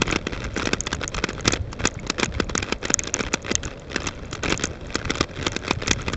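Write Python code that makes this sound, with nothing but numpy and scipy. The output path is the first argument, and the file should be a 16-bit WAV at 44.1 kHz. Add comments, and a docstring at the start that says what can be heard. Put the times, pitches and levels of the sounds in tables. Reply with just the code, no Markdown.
"""Loose parts rattle and slam on a wheeled rig that dogs pull along a frozen, rutted snow trail.
Bumps slam the parts into their ringing modes; rough patches shake the rig and the rattle follows the shaking.
Wheels rumble and hiss over packed snow as coloured noise, and the frame thuds softly in short low waves.
Light parts ring on as single fading notes, and small metal fittings click as short high pings.
The camera rides on the frame, so everything is close, dry and mono."""
import sys
import numpy as np
from scipy import signal
from scipy.fft import rfft, irfft
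from scipy.io import wavfile
from scipy.ndimage import uniform_filter1d

SR = 44100
rng = np.random.default_rng(int(sys.argv[2]) if len(sys.argv) > 2 else 0)


def master_out(mix):
    """Clip the mix to full scale and print it as 16-bit PCM to the path in sys.argv[1]."""
    frames = np.transpose(np.atleast_2d(mix))
    ceiling = np.clip(frames, -1, 1)
    pcm = np.round(ceiling * 32767).astype(np.int16)
    wavfile.write(sys.argv[1], SR, pcm)


N = 271656
TIME = np.arange(N) / SR
TOP_HZ = 7650  # upper edge of the camera's sound

# Bumps of the trail, hard and light.
# Each row: time of the slam's peak [s], clack level [dB], frame thump relative to the clack [dB].
BUMPS = [(0.02, -13.5, 0), (0.081, -26.5, 5.5), (0.126, -22, 0), (0.161, -17, 1), (0.27, -21.5, 3.5),
         (0.442, -30, -11), (0.577, -27.5, 6.5), (0.623, -31, -22), (0.658, -24.5, -2), (0.673, -22, 5),
         (0.734, -15.5, 0), (0.871, -21.5, -5), (0.93, -18, -4), (1.146, -23.5, -10), (1.241, -16, 0),
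         (1.29, -27.5, 4.5), (1.456, -25, 1), (1.479, -14, 1), (1.536, -19, 0), (1.73, -29.5, -4.5),
         (1.855, -14.5, 0), (2.068, -31, 3), (2.101, -18, -2), (2.199, -22, 1), (2.232, -14, -1.5),
         (2.402, -17, 3), (2.553, -18.5, 0.5), (2.628, -20.5, -3), (2.725, -17, 0.5), (2.854, -22, -4),
         (2.904, -20, 1.5), (3.074, -26, 1), (3.208, -21, 1.5), (3.341, -15, -0.5), (3.516, -20.5, 2),
         (3.634, -28, -8), (3.962, -17, -2), (4.074, -23, 1), (4.087, -25, -10), (4.33, -27, 0),
         (4.353, -28.5, -11), (4.524, -16, 0), (4.641, -20, 0.5), (4.956, -18.5, 0.5), (5.106, -18, -2),
         (5.155, -25, -9), (5.21, -16, 1), (5.428, -28.5, 0), (5.468, -15.5, -2), (5.565, -21, 1.5),
         (5.681, -24.5, 0), (5.71, -14, -0.5), (5.88, -20, -4.5), (5.913, -13.5, -3), (6.083, -20.5, -2),
         (6.135, -23, 1)]


def undb(db):
    """Decibels to gain."""
    return 10 ** (np.asarray(db) / 20)


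def unit(x):
    """Scale to rms 1."""
    return x / np.sqrt(np.mean(x ** 2) + 1e-18)


def curve(rows):
    """Join (seconds, value) rows by straight lines."""
    return np.interp(TIME, *np.transpose(rows))


def add(out, s, x):
    """Mix x into out, starting at s seconds."""
    i = max(int(s * SR), 0)
    out[i:i + len(x)] += x[:max(N - i, 0)]


def band(x, lo_hz, hi_hz, order=2):
    """Causal band-pass."""
    sos = signal.butter(order, [lo_hz, hi_hz], "band", fs=SR, output="sos")
    return signal.sosfilt(sos, x)


def coloured(points):
    """Noise of rms 1 whose spectrum follows (Hz, dB) points."""
    hz, db = np.transpose(points)
    bin_hz = np.arange(N // 2 + 1) * SR / N
    gain = undb(np.interp(np.log(bin_hz + 1), np.log(hz), db))
    return unit(irfft(rfft(rng.standard_normal(N)) * gain, N))


def walk(rate):
    """Random levels, rate of them per second, joined by ramps and scaled to rms 1."""
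    hold = int(SR / rate)
    steps = np.repeat(rng.standard_normal(N // hold + 1), hold)
    return unit(uniform_filter1d(steps, hold)[:N])


def contacts(size, per_s, spread_db):
    """A random train of tiny impacts of uneven strength and either sign."""
    level_db = spread_db * np.clip(rng.standard_normal(size), -2, 2)
    strength = undb(level_db) * rng.choice([-1, 1], size)
    return strength * (rng.random(size) < per_s / SR)


def tap(t, decay_s, first=5):
    """One sharp contact, then a fading chatter of smaller ones."""
    push = unit(contacts(len(t), per_s=6000, spread_db=0.5)) * np.exp(-t / decay_s)
    push[0] = first
    return push


def ring(push, scatter_db, detune=0.057):
    """The damped modes of the loose parts; each point of contact favours and detunes different ones."""
    # Resonances of the loose parts before scatter and detuning.
    # Each row: frequency [Hz], width [Hz], level [dB].
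    modes = [(960, 480, -2), (1343, 278, 5), (1580, 125, 1), (2002, 240, 2.5), (2522, 490, 3),
             (3200, 480, -1.5), (3800, 130, -13.5), (5170, 470, -4.5), (6800, 280, -49.5)]
    out = 0
    for (hz, width_hz, db), (favour, shift) in zip(modes, rng.standard_normal((len(modes), 2))):
        resonator = signal.iirpeak(hz * np.exp(detune * shift), hz / width_hz, SR)
        out = out + undb(db + scatter_db * favour) * signal.lfilter(*resonator, push)
    return out


def swell(start_s, length_s, attack_s, release_s):
    """Envelope that rises exponentially to 1, holds and fades exponentially."""
    before = np.maximum(start_s - TIME, 0)
    after = np.maximum(TIME - start_s - length_s, 0)
    return np.exp(-before / attack_s - after / release_s)


def shaking(patch_attack_s=0.0042, patch_release_s=0.0091,
            bump_db=-15, bump_attack_s=.014, bump_release_s=0.018):
    """How hard the rig is shaken, in dB: smooth snow, rough patches and bumps add their power."""
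    # Smooth snow beneath the patches. Each row: time [s], shaking [dB].
    smooth_rows = [(0, -40.5), (1.3, -47.5), (1.66, -48.5), (2.0, -43.5), (2.8, -49.5), (3.8, -44.5),
                   (5.2, -42.5), (6.16, -40.5)]
    # Rough patches of the trail. Each row: start [s], length [s], shaking [dB].
    patch_rows = [(0.079, 0.054, -27), (0.325, 0.13, -34.0), (0.559, 0.13, -29.5), (0.866, 0.088, -35.5),
                  (1.015, 0.026, -28), (1.123, 0.065, -31), (1.29, 0.13, -37.0), (1.45, 0.12, -33.5),
                  (1.797, 0.086, -30.5), (2.181, 0.081, -32), (2.325, 0.045, -38.5), (2.492, 0.014, -30),
                  (2.573, 0.17, -35.5), (2.829, 0.089, -33), (2.99, 0.11, -39.5), (3.141, 0.14, -33.5),
                  (3.449, 0.086, -32.5), (3.627, 0.098, -38.5), (3.904, 0.2104, -36), (4.435, 0.11, -28),
                  (4.578, 0.08, -33.5), (4.899, 0.22, -38.5), (5.052, 0.19, -35.5), (5.362, 0.17, -37.5),
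                  (5.633, 0.048, -36.5), (5.82, 0.12, -32.0), (6.075, 0.078, -37.5)]
    power = undb(curve(smooth_rows)) ** 2
    for s, length_s, db in patch_rows:
        power = power + (undb(db) * swell(s, length_s, patch_attack_s, patch_release_s)) ** 2
    for s, clack_db, _ in BUMPS:
        power = power + (undb(clack_db + bump_db) * swell(s, 0, bump_attack_s, bump_release_s)) ** 2
    return 10 * np.log10(power)


def rattle(shake_db, gap_s=.012, decay_s=0.0018, spread_db=3.5,
           taps_db=1, grit_db=-6, frame_db=-3, rest_db=-46):
    """Small rebounds follow each other at uneven gaps, with spurts of fine grit; each also nudges the frame."""
    taps, nudges = np.zeros(N), np.zeros(N)
    t = TIME[:int(.02 * SR)]
    starts = np.cumsum(rng.gamma(2, gap_s / 2, size=1500))
    for s in starts[starts < TIME[-1]]:
        strength = undb(spread_db * min(rng.standard_normal(), 1))
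        push = tap(t, decay_s)
        add(taps, s, strength * unit(ring(push, scatter_db=5.0)))
        add(nudges, s, strength * unit(push))
    grains = ring(contacts(N, per_s=3000, spread_db=6), scatter_db=0, detune=0)
    grit = unit(grains * undb(4 * walk(45)))
    clatter = band(undb(taps_db) * unit(taps) + undb(grit_db) * grit, 770, 3650, order=1)
    drumming = undb(frame_db) * unit(band(nudges, 222, 525, order=3))
    # on smooth snow the parts stay seated and the clatter dies away
    bouncing = 1 / (1 + undb(2 * (rest_db - shake_db)))
    return undb(shake_db) * (bouncing * clatter + drumming)


def wheels(shake_db, hiss_db=-26.5, hiss_follow=0.16, rumble_follow=0.25, lumps_db=5):
    """Lumpy rolling rumble and a smoother hiss of snow; both grow a little where the trail is rough."""
    # Gain of the rumble before lumps and shaking. Each row: time [s], gain [dB].
    roll_rows = [(0, -31), (1.2, -33.5), (2.4, -33.5), (2.9, -36), (3.8, -36), (4.4, -33), (4.8, -36.5),
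                 (6.16, -31.5)]
    # Colour of the rolling noise. Each row: frequency [Hz], relative level per hertz [dB].
    colour_rows = [(15, -8.5), (28, 0.5), (50, 1), (85, 2.5), (125, -1.5), (200, -7), (360, -14.5),
                   (580, -11.5), (740, -24), (1400, -28), (2500, -36), (4000, -37.5), (7000, -49.5)]
    rolling = coloured(colour_rows)
    low = signal.sosfiltfilt(signal.butter(2, 270, fs=SR, output="sos"), rolling)
    lumps = lumps_db * np.tanh(walk(32))
    roughness = rumble_follow * (shake_db - shake_db.mean())
    rumble = low * undb(curve(roll_rows) + lumps + roughness)
    hiss = (rolling - low) * undb(hiss_db + hiss_follow * shake_db)
    return rumble + hiss


def knock(thump_db, slam_s, lift_db=-15, settle_db=-23, decay_s=0.0017, settle_s=0.014, first_touch=5,
          frame_lo_hz=155, frame_hi_hz=490, treble_db=-6, treble_spread_db=2.7, heave_db=-13):
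    """Parts tap as they lift, slam down at slam_s and settle; the slam rocks the frame for a cycle or two."""
    knock_s, clack_s = .05, .005
    t = TIME[:int(knock_s * SR)]
    after = np.maximum(t - slam_s, 0)
    lift = np.roll(tap(t, decay_s), int(rng.uniform(.003, .006) * SR))
    # a sharp first touch; the contact force peaks just after it
    blow = (1 + 3 * after / decay_s) * np.exp(-after / decay_s)
    settling = undb(settle_db) * np.exp(-after / settle_s)
    force = (after > 0) * (blow + settling)
    slam = force * unit(contacts(len(t), per_s=9000, spread_db=2.5))
    slam[int(slam_s * SR)] = first_touch
    sound = ring(undb(lift_db) * lift + slam, scatter_db=1.0)
    clack = unit(band(sound, 720, 3980, order=3))
    treble_gain = undb(treble_db + treble_spread_db * rng.standard_normal())
    treble = treble_gain * unit(band(sound, 4560, TOP_HZ, order=3))
    shove = after * np.exp(-after / 0.00025)
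    heave = undb(heave_db) * unit(band(shove, 65, 169))
    thump = unit(band(shove, frame_lo_hz, frame_hi_hz, order=3)) + heave
    # the level counts the clack's energy as if it all lay within clack_s
    return (clack + treble + undb(thump_db) * thump) * np.sqrt(clack_s / knock_s)


def knocks(rise_s=0.0018, slam_s=.008):
    """Every bump throws the loose parts; the slam starts just before its peak."""
    out = np.zeros(N)
    for s, db, thump_db in BUMPS:
        add(out, s - rise_s - slam_s, undb(db) * knock(thump_db, slam_s))
    return out


def thuds(cycles=0.65):
    """The frame heaves over a hollow for about two cycles, a cosine under a bell-shaped envelope."""
    # Soft thuds of the frame. Each row: time of the middle [s], pitch [Hz], peak [dB].
    thud_rows = [(0.026, 110, -25), (0.54, 79, -24.5), (1.476, 110, -19), (1.612, 79, -16),
                 (1.971, 118, -21), (2.285, 162, -20.5), (2.371, 82, -18.5), (2.427, 71, -21.5),
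                 (5.21, 104, -18), (5.775, 111, -18)]
    out = np.zeros(N)
    for s, hz, db in thud_rows:
        turns = (TIME - s) * hz
        bell = np.exp(-np.minimum((turns / cycles) ** 2, 20))
        out -= undb(db) * np.cos(2 * np.pi * turns) * bell
    return out


def plinks(decay_s=0.004):
    """A light part bounces free, so its one note lasts a little longer."""
    # Single parts that ring on alone. Each row: start [s], pitch [Hz], level at the onset [dB].
    plink_rows = [(0.62, 1400, -16), (1.99, 2200, -27), (4.35, 1330, -26), (5.996, 1356, -24.5)]
    out, t = np.zeros(N), TIME[:int(.05 * SR)]
    for s, hz, db in plink_rows:
        add(out, s, undb(db) * np.sin(2 * np.pi * hz * t) * np.exp(-t / decay_s))
    return out


def click(metal_hz=6600, swell_s=0.00027, rebound_s=.0009, rebound_db=-7, body_db=-14, jar_s=.003):
    """A fitting rings for a few cycles, rebounds once and jars the parts around it; peak near 1."""
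    t = TIME[:int(.025 * SR)]
    hz = metal_hz * (1 + 0.014 * rng.standard_normal())
    ping = np.sin(2 * np.pi * hz * t) * t / swell_s * np.exp(1 - t / swell_s)
    rebound = np.roll(ping, int(rebound_s * rng.uniform(.7, 1.3) * SR))
    jar = band(ring(tap(t, jar_s), scatter_db=5.5), 1600, TOP_HZ, order=1)
    return ping + undb(rebound_db) * rebound + undb(body_db) * jar


def clicks(shake_db, jingle_per_s=7, jingle_db=10.5, jingle_spread_db=5.5):
    """The fittings snap now and then, and jingle faintly in between as hard as the rig shakes."""
    # Metal fittings snapping against their stops. Each row: start [s], approximate peak [dB].
    snap_rows = [(0.806, -7), (1.0784, -10.5), (1.5228, -8), (1.8727, -4.5), (2.5782, -5), (2.941, 2.5),
                 (2.992, -5), (3.036, -15), (3.1411, -2.5), (3.333, -14.5), (3.5534, -1.5), (3.6531, -17),
                 (4.0695, -13), (4.576, -13), (4.6377, -7.5), (4.655, -12), (5.932, -12.5)]
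    snaps, jingle = np.zeros(N), np.zeros(N)
    for s, db in snap_rows:
        add(snaps, s, undb(db) * click())
    starts = np.cumsum(rng.exponential(1 / jingle_per_s, size=100))
    for s, chance in zip(starts, rng.standard_normal(len(starts))):
        add(jingle, s, undb(jingle_spread_db * min(chance, 1)) * click())
    return snaps + undb(shake_db + jingle_db) * jingle  # jingle_db is relative to the shaking


def scene():
    """Everything reaches the camera through the frame: close, dry and mono."""
    shake_db = shaking()
    rolling_rig = rattle(shake_db) + wheels(shake_db)
    blows = knocks() + thuds()
    small_parts = plinks() + clicks(shake_db)
    return (rolling_rig + blows + small_parts)[None]


def record(dry, notch_hz=2900, notch_width_hz=260, ceiling=1.5):
    """The camera has a narrow notch in the upper mids, rounds peaks towards a ceiling and cuts the top."""
    notched = signal.lfilter(*signal.iirnotch(notch_hz, notch_hz / notch_width_hz, SR), dry)
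    rounded = notched / (1 + (notched / ceiling) ** 6) ** (1 / 6)
    top_cut = signal.ellip(8, .3, 65, TOP_HZ, fs=SR, output="sos")
    return signal.sosfilt(top_cut, rounded)


dry = scene()
out = record(dry)
master_out(out)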